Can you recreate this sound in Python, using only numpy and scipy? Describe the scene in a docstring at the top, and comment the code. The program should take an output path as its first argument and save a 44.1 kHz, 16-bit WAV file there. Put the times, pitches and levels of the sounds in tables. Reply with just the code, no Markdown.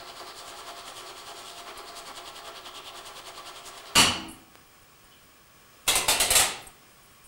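"""A timer motor grinds ten teeth a second in a small tiled bathroom, until a metal dial is pulled with a clack.
Later the dial is turned over its ratchet; its loose cap tinkles. The gears are modulated noise through
resonances, the contacts are short noise bursts, and drum and spring ring on after them.
A camcorder adds hiss, whirr, a pop, its line whistle, a limiter and a thump that follows the treble."""
import sys
import numpy as np
from scipy import signal
from scipy.fft import rfft, irfft, next_fast_len
from scipy.io import wavfile
from scipy.ndimage import uniform_filter1d, minimum_filter1d, map_coordinates

SR = 44100
rng = np.random.default_rng(int(sys.argv[2]) if len(sys.argv) > 2 else 0)


def to_wav(s):
    """Save 16-bit WAV."""
    ch = np.atleast_2d(s).T  # columns
    pcm = np.round(np.clip(ch, -1, 1) * 32767)  # PCM
    wavfile.write(sys.argv[1], SR, pcm.astype(np.int16))


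N = 320827
TIME = np.arange(N) / SR  # seconds

# The pulled switch, a run of contacts. Each row: start in seconds, level in dB, chatter decay in seconds.
CLACK = [(3.953, -20, 0.0055), (3.957, -18.5, 0.017), (3.978, -18, 0.015), (4.0, -21.5, 0.015)]


def amp(db):
    """Gain of a level in dB."""
    return 10 ** (np.asarray(db) / 20)


def unit(x):
    """Scale x to rms 1."""
    return x / np.sqrt(np.mean(x ** 2) + 1e-20)


def along(points, hz):
    """Interpolate (Hz, value) points on a log frequency axis."""
    f, v = np.transpose(points)
    return np.interp(np.log(hz + 1), np.log(f + 1), v)


def filtered(x, response):
    """Multiply the spectrum of x by a response of frequency."""
    m = next_fast_len(len(x) + SR // 2, real=True)
    spectrum = rfft(x, m) * response(np.fft.rfftfreq(m, 1 / SR))
    return irfft(spectrum, m)[:len(x)]


def modes(table):
    """Causal response of (Hz, width Hz, dB) resonances, summed with alternating sign."""
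    def response(f):
        total = 0
        for k, (hz, width, db) in enumerate(table):
            damping = 1j * f * width
            total = total + (-1) ** k * amp(db) * damping / (hz * hz - f * f + damping)
        return total
    return response


def scattered(table, spread_db):
    """The same resonances with a fresh random level offset on each, as if struck elsewhere."""
    return modes(np.array(table) + [0, 0, 1] * rng.normal(0, spread_db, (len(table), 1)))


def coloured(response, count):
    """White noise shaped by a response and scaled to rms 1."""
    return unit(filtered(rng.standard_normal(count), response))


def wander(count, rate_hz):
    """Smooth random curve through `count` normal values, rate_hz of them a second."""
    return map_coordinates(rng.standard_normal(count), [TIME * rate_hz])


def tail(length):
    """Decay of the tiled room as noise of energy 1, each frequency dying at its own speed."""
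    # Each row: frequency in Hz, time to fall by 60 dB in seconds.
    tiles = [(60, 1), (250, 0.75), (600, 0.61), (2000, 0.55), (5000, 0.45), (8000, 0.33), (11000, 0.28),
             (15000, 0.17)]
    hz, t, z = signal.stft(rng.standard_normal(int(length * SR)), SR, nperseg=256)
    fade = amp(-60 * t / along(tiles, hz)[:, None])
    x = signal.istft(z * fade, SR, nperseg=256)[1]
    return x / np.linalg.norm(x)


def add(out, s, db, chatter_s, response, wet_db, room_s, rise_s=0.0011):
    """Mix in a noise burst of chattering contacts, coloured by the object, and the tiles' answer."""
    t = np.arange(SR // 4) / SR
    envelope = np.exp(-t / chatter_s) * (1 - np.exp(-t / rise_s))
    burst = coloured(response, count=len(t)) * envelope
    heard = amp(wet_db) * signal.fftconvolve(burst, tail(room_s))
    heard[:len(t)] += burst
    place = out[round(s * SR):round(s * SR) + len(heard)]
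    place += amp(db) * heard[:len(place)]


def hiss_and_whirr():
    """Noise shaped into hiss, rumble and the tape drive's resonances, with a slight flutter in level."""
    # Hiss and rumble. Each row: frequency in Hz, relative density in dB per Hz.
    air = [(12, -34), (20, -6), (140, -3), (195, -6), (321, -6), (974, -10.5), (1090, -5.5), (1900, -13),
           (2960, -11.5), (3790, -17), (9000, -17), (12000, -22), (14000, -23.5)]
    # The tape drive's resonances. Each row: frequency in Hz, width in Hz, relative level in dB.
    whirr = [(1107, 8, 1.5), (1694, 34.94, -1.5), (2394.1, 39, -0.5), (2930.7, 30.34, -16),
             (3150, 159.5, -12), (5148.4, 140, -6), (8400, 183.8, -18)]
    hiss = coloured(lambda f: amp(along(air, f)) + 0.29 * abs(modes(whirr)(f)), count=N)
    flutter = amp(0.6 * wander(200, rate_hz=15))
    return amp(-56) * hiss * flutter


def drive_tones():
    """Steady sines of the tape drive."""
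    # Each row: frequency in Hz, rms level in dB.
    tones = [(1098, -77), (1125, -69.5)]
    return sum(amp(db + 3.0) * np.sin(2 * np.pi * hz * TIME) for hz, db in tones)  # 3 dB: rms to peak


def line_whistle():
    """A very high sine whose level wobbles at 50 and 100 Hz."""
    whistle_hz = 15626
    fields = 1 + 0.2 * np.cos(2 * np.pi * 50 * TIME) + 0.1 * np.cos(2 * np.pi * 100 * TIME)
    return amp(-63.5) * np.sqrt(2) * fields * np.sin(2 * np.pi * whistle_hz * TIME)


def electrical_pop():
    """A dry step that decays in a fraction of a millisecond, with little bass."""
    pop_s, decay_s = 4.555, 0.00016
    pop = amp(-28) * np.exp(-np.maximum(TIME - pop_s, 0) / decay_s) * (TIME >= pop_s)
    return filtered(pop, lambda f: 1j * f / (250 + 1j * f))


def fidget(count):
    """Faint stirrings of the cap at random moments while the hand hovers: (s, dB, chatter s) rows."""
    # The start and end of the hovering, in seconds.
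    hover_s = (4.65, 5.6)
    level_db, spread_db, chatter_s = -61, 2.5, 0.008
    when, size, life = rng.uniform(-1, 1, (count, 3)).T
    starts = np.interp(when, (-1, 1), hover_s)
    return list(zip(starts, level_db + spread_db * size, chatter_s * 2 ** life))


def loose_cap():
    """The cap slides and tinkles, its modes rung anew each time; a fingertip brushes the panel once."""
    # Slides and tinkles. Each row: start in seconds, level in dB, chatter decay in seconds.
    tinkles = [(1.773, -38, 0.0069), (4.28, -43, 0.028), (4.31, -45, 0.017), (5.042, -53, 0.00638),
               (6.615, -48.5, 0.027), (6.668, -38.5, 0.0068), (6.891, -60, 0.031), (7.019, -58, 0.04),
               (7.1, -61, 0.0616), (7.24, -49.5, 0.02336)]
    # The cap's resonances. Each row: frequency in Hz, width in Hz, level in dB before scatter and sharpening.
    cap_modes = [(7200, 120, -12), (8430, 330, -5.5), (9970, 290, -5), (11500, 220, -8.5),
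                 (13520, 160, -17)]
    # The fingertip's brush: start in seconds, level in dB, chatter decay in seconds.
    scuff = (5.11, -57, .03)
    out = np.zeros(N)
    for s, db, chatter_s in tinkles + fidget(count=7):
        struck = scattered(cap_modes, spread_db=2.2)
        sharpened = lambda f: abs(struck(f)) ** 1.3
        add(out, s, db, chatter_s, sharpened, wet_db=-6, room_s=0.3, rise_s=0.3 * chatter_s)
    add(out, *scuff, modes([(3000.0, 253.7, 0)]), wet_db=0, room_s=0.3, rise_s=0.00794)
    return out


def timer():
    """Each tooth swells in gradually and lets go a little faster; mains pulses roughen the drive."""
    # The gear train as it creeps round. Each row: time in seconds; relative levels of cabinet, low grind,
    # high grind and fizz in dB; lateness of the mesh in seconds; depth factor of the dip between teeth.
    train = [(0, -43, -51.5, -47.5, -54, 0.09, .88), (.45, -43.5, -47.5, -48.5, -48, 0.09, 0.83),
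             (1, -44, -48, -50.5, -48, .09, .92), (1.55, -44, -47.5, -49.5, -46.5, 0.092, 0.63),
             (1.7, -42, -48.5, -47.5, -52.5, 0.089, 1.15), (2.1, -43, -46.5, -49, -49, 0.08, 1.37),
             (2.7, -44, -44, -50.5, -52, 0.072, 1.63), (3.2, -44.5, -46, -50, -48, 0.08, 1.35),
             (3.55, -44.5, -46.5, -51, -48, .079, 1.1), (3.95, -46, -48.5, -52, -51.5, 0.078, 1.05)]
    # Teeth that fizz harder. Each row: time in seconds, extra level in dB.
    rough_teeth = [(.59, 2), (.99, 4), (1.39, 1.5), (1.99, 4.5), (2.48, 3.5), (2.87, 2.5), (3.07, 3.5),
                   (3.68, 5.5)]
    # Sheet-metal panels. Each row: frequency in Hz, width in Hz, relative level in dB.
    cabinet = [(276, 35, -10), (358.5, 22, -3.5), (401.8, 18, -0.5), (427, 3, 4), (470, 5.2, -3),
               (526, 31, -3), (664, 43.6, 2), (821, 72, -2), (1064.2, 173, -1.5), (1122.5, 31, 3.5),
               (1155, 29, 4), (1265, 51.63, -1.5), (1329.2, 42, 1.5), (2010, 1680, -12)]
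    # The gears' resonances. Each row: frequency in Hz, width in Hz, relative level in dB.
    gears = [(2778, 170, -1), (3004, 107, 5), (3320, 480, 1.5), (4080, 840, -4.5), (4520, 720, -2)]
    # The fizz spectrum. Each row: frequency in Hz, relative density in dB per Hz.
    fizz = [(3060, -15), (5200, 3), (6290, 1.5), (6910, 5.5), (8510, 5), (13200, -9.5), (15000, -11),
            (15300, -4)]
    teeth_per_s, tooth_scatter_db = 10, 1
    s, *columns = np.transpose(train)
    *levels, late_s, slack = [np.interp(TIME, s, c) for c in columns]
    for at, db in rough_teeth:
        levels[-1] = levels[-1] + db * np.clip(1 - abs(TIME - at) * teeth_per_s, 0, 1)
    # Each layer: colour, dip between teeth in dB, lag in seconds (the panels answer later than the gears).
    layers = [(modes(cabinet), 4, 0.0089), (modes(gears[:3]), 11, 0), (modes(gears[3:]), 11, 0),
              (lambda f: amp(along(fizz, f)), 14, 0)]
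    buzz = 1 + 0.086 * np.cos(2 * np.pi * 100 * TIME)
    grit = amp(1.1 * wander(N // 50, rate_hz=300))
    running = TIME < CLACK[1][0]  # stops at the second contact of the clack
    out = np.zeros(N)
    for db, (colour, dip_db, lag_s) in zip(levels, layers):
        teeth = (TIME - late_s - lag_s) * teeth_per_s + 1
        turn = 2 * np.pi * (teeth + 0.031)
        gap = (1 - np.cos(turn - 0.135 * np.cos(turn))) / 2  # 0 in mesh, 1 between teeth
        between = slack * gap ** 1.25
        uneven = tooth_scatter_db * map_coordinates(rng.standard_normal(100), [teeth], order=1)
        stumble = amp(1.45 * wander(300, rate_hz=30))
        drive = rng.standard_normal(N) * buzz * grit * stumble
        drive *= amp(db + uneven - dip_db * between) * running
        norm = np.sqrt(np.mean(abs(colour(np.fft.rfftfreq(SR, 1 / SR))) ** 2))
        out += filtered(drive, colour) / norm
    room = amp(-6.5) * signal.fftconvolve(out, tail(1))[:N]
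    return amp(-3) * (out + room)


def pulled_switch():
    """A run of contacts: a broad blow plus the ringing of the switch and its metal knob."""
    # The switch's resonances. Each row: frequency in Hz, width in Hz, level in dB before a common gain.
    switch_modes = [(257.74, 50, -11), (645, 39, -2), (870, 64, -1), (1100, 54.6, -13), (4320, 160, 1.5),
                    (4610, 130, 0.5), (5830, 100, -4), (7560, 102, -13)]
    # The metal knob's main ring. Each row: frequency in Hz, width in Hz, level in dB before the same gain.
    knob = [(2885, 110, 7)]
    # The broad blow. Each row: frequency in Hz, relative density in dB per Hz.
    blow = [(41, -49), (70, -2.5), (894, -7.5), (978, -7), (1120, 2), (1570, -4.5), (2890, -5), (3870, -11),
            (4430, -16.5), (7440, -4.5), (10800, -7.5), (12200, -17), (15300, -22)]
    ring = modes(sorted(switch_modes + knob))
    colour = lambda f: amp(along(blow, f) - 0.5) + 1.18 * abs(ring(f))
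    out = np.zeros(N)
    for s, db, chatter_s in CLACK:
        add(out, s, db, chatter_s, colour, wet_db=5.5, room_s=0.9)
    return out


def ratchet():
    """The pawl drops into notches, ringing the dial anew; returns clicks and the top plate's thuds."""
    # The notches. Each row: start in seconds, level in dB, chatter decay in seconds, brightness in dB per
    # octave, mode rung hardest in Hz, thud level in dB.
    notches = [(5.866, -44.5, 0.025, -1, 8895, -70), (5.877, -19.5, 0.017, -0.5, 3800, -41),
               (5.953, -15, 0.0064, 0, 9000, -39), (6.081, -18.5, 0.019, 0, 4208, -33),
               (6.199, -18, 0.013, 0, 8210, -44), (6.304, -17, 0.011, 0.5, 720, -30.5),
               (6.351, -17, 0.022, 1, 7600, -37), (6.394, -18.5, 0.011, 0.55, 760, -34.5)]
    # The dial's resonances. Each row: frequency in Hz, width in Hz, level in dB before scatter and gain.
    dial_modes = [(696, 89, -1.5), (1285, 61, 1), (2060, 32, 0), (2650, 97.7, 2), (3200, 650, -5),
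                  (4000, 200, -1.5), (6224, 50, -12.5), (7650, 89, -15), (7800, 80.4, -7), (8270, 122.3, 3),
                  (9100, 92.8, 2), (9900, 73.1, 5), (12200, 233.7, -8), (12500, 217.5, -12)]
    # The pawl's broad blow. Each row: frequency in Hz, relative density in dB per Hz.
    blow = [(60, -18), (140, -13), (250, -8.5), (561, -4.5), (700, -2), (1610, -9), (2050, -4), (4200, -6),
            (5780, -8.5), (8160, -3.5), (11000, -7.5), (15300, -15.5)]
    thud_hz, thud_s = 85, 0.0049  # the top plate gives once under each notch
    since = TIME[:SR // 10]
    swell = since / thud_s * np.exp(1 - since / thud_s)
    thud = np.sin(2 * np.pi * thud_hz * since) * swell
    clicks, plate = np.zeros((2, N))
    for s, db, chatter_s, tilt, hardest_hz, thud_db in notches:
        struck = scattered(dial_modes, spread_db=1.5)
        hardest = modes([(hardest_hz, 260, 2)])

        def pawl(f):
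            body = amp(along(blow, f) + 3.5) + 0.5 * abs(struck(f)) + 0.58 * abs(hardest(f))
            return body * amp(tilt * np.log2(f / 3000 + 0.00964))

        add(clicks, s, db, chatter_s, pawl, wet_db=4, room_s=0.66, rise_s=0.0017)
        plate[round(s * SR):][:len(since)] += amp(thud_db) * thud
    return clicks, plate


def drum_ring(clack, clicks):
    """Narrow drum resonances ring on after the blows; a wandering level stands for beating close modes."""
    # Each row: frequency in Hz, width in Hz, relative level in dB.
    ringing = [(124.74, 3.7, -14.5), (240.7, 3.2, -3), (266.6, 5, -4), (323, 2.5, -2), (408, 1.4, -4),
               (473, 2, -17), (716, 4.8, -4), (738, 0.72, -5), (790.44, 0.99, -9), (1250, 1.7, -7),
               (1340, 4.6, -3)]
    drum = filtered(amp(9) * clack + clicks, modes(ringing))
    return drum * amp(3 * wander(200, rate_hz=14))


def spring_ring(clack):
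    """Narrow high resonances of a spring ring on after the clack."""
    # Each row: frequency in Hz, width in Hz, relative level in dB.
    spring = [(2830, 4.5, -16), (2859.8, 4.944, -8), (2942, 2.8, -5.5), (2870, 5.1, -4), (4364, 6.16, -10),
              (4446, 4.79, -8.5), (4619, 3.25, 3)]
    return amp(0.5) * filtered(clack, modes(spring))


def dial():
    """The switch and the ratchet, with the drum and spring they set ringing."""
    clack = pulled_switch()
    clicks, plate = ratchet()
    return clack + clicks + plate + drum_ring(clack, clicks) + spring_ring(clack)


def scene():
    """Cap, timer and dial together at the microphone."""
    return (loose_cap() + timer() + dial())[None]


def limiter(x):
    """Turn loud passages down from their short-term rms, looking slightly ahead, then clip softly."""
    level = np.sqrt(abs(uniform_filter1d(x ** 2, size=220)))
    need = np.minimum(1, (amp(-14.5) / (level + 1e-9)) ** 0.516)
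    gain = uniform_filter1d(minimum_filter1d(need, size=440), size=220)
    return amp(-3) * np.tanh(x * gain / amp(-4.5))


def bass_thump(loud):
    """The treble's envelope leaks through the coupling stages as a low thump."""
    treble = filtered(loud, lambda f: f > 8000)
    envelope = np.sqrt(abs(uniform_filter1d(treble ** 2, size=130)))
    coupling = lambda f: (1j * f / (9 + 1j * f)) ** 3 / (1 + 1j * f / 160)  # three high-passes, one low-pass
    return amp(-12) * filtered(-envelope ** 0.62, coupling)


def record(dry):
    """The camcorder: limiter and thump, then its own noises, all cut off above the band limit."""
    top_hz = 15760
    loud = limiter(dry[0])
    own_noise = hiss_and_whirr() + electrical_pop() + drive_tones() + line_whistle()
    wet = loud + bass_thump(loud) + own_noise
    return filtered(wet, lambda f: f < top_hz)[None]


dry = scene()
out = record(dry)
to_wav(out)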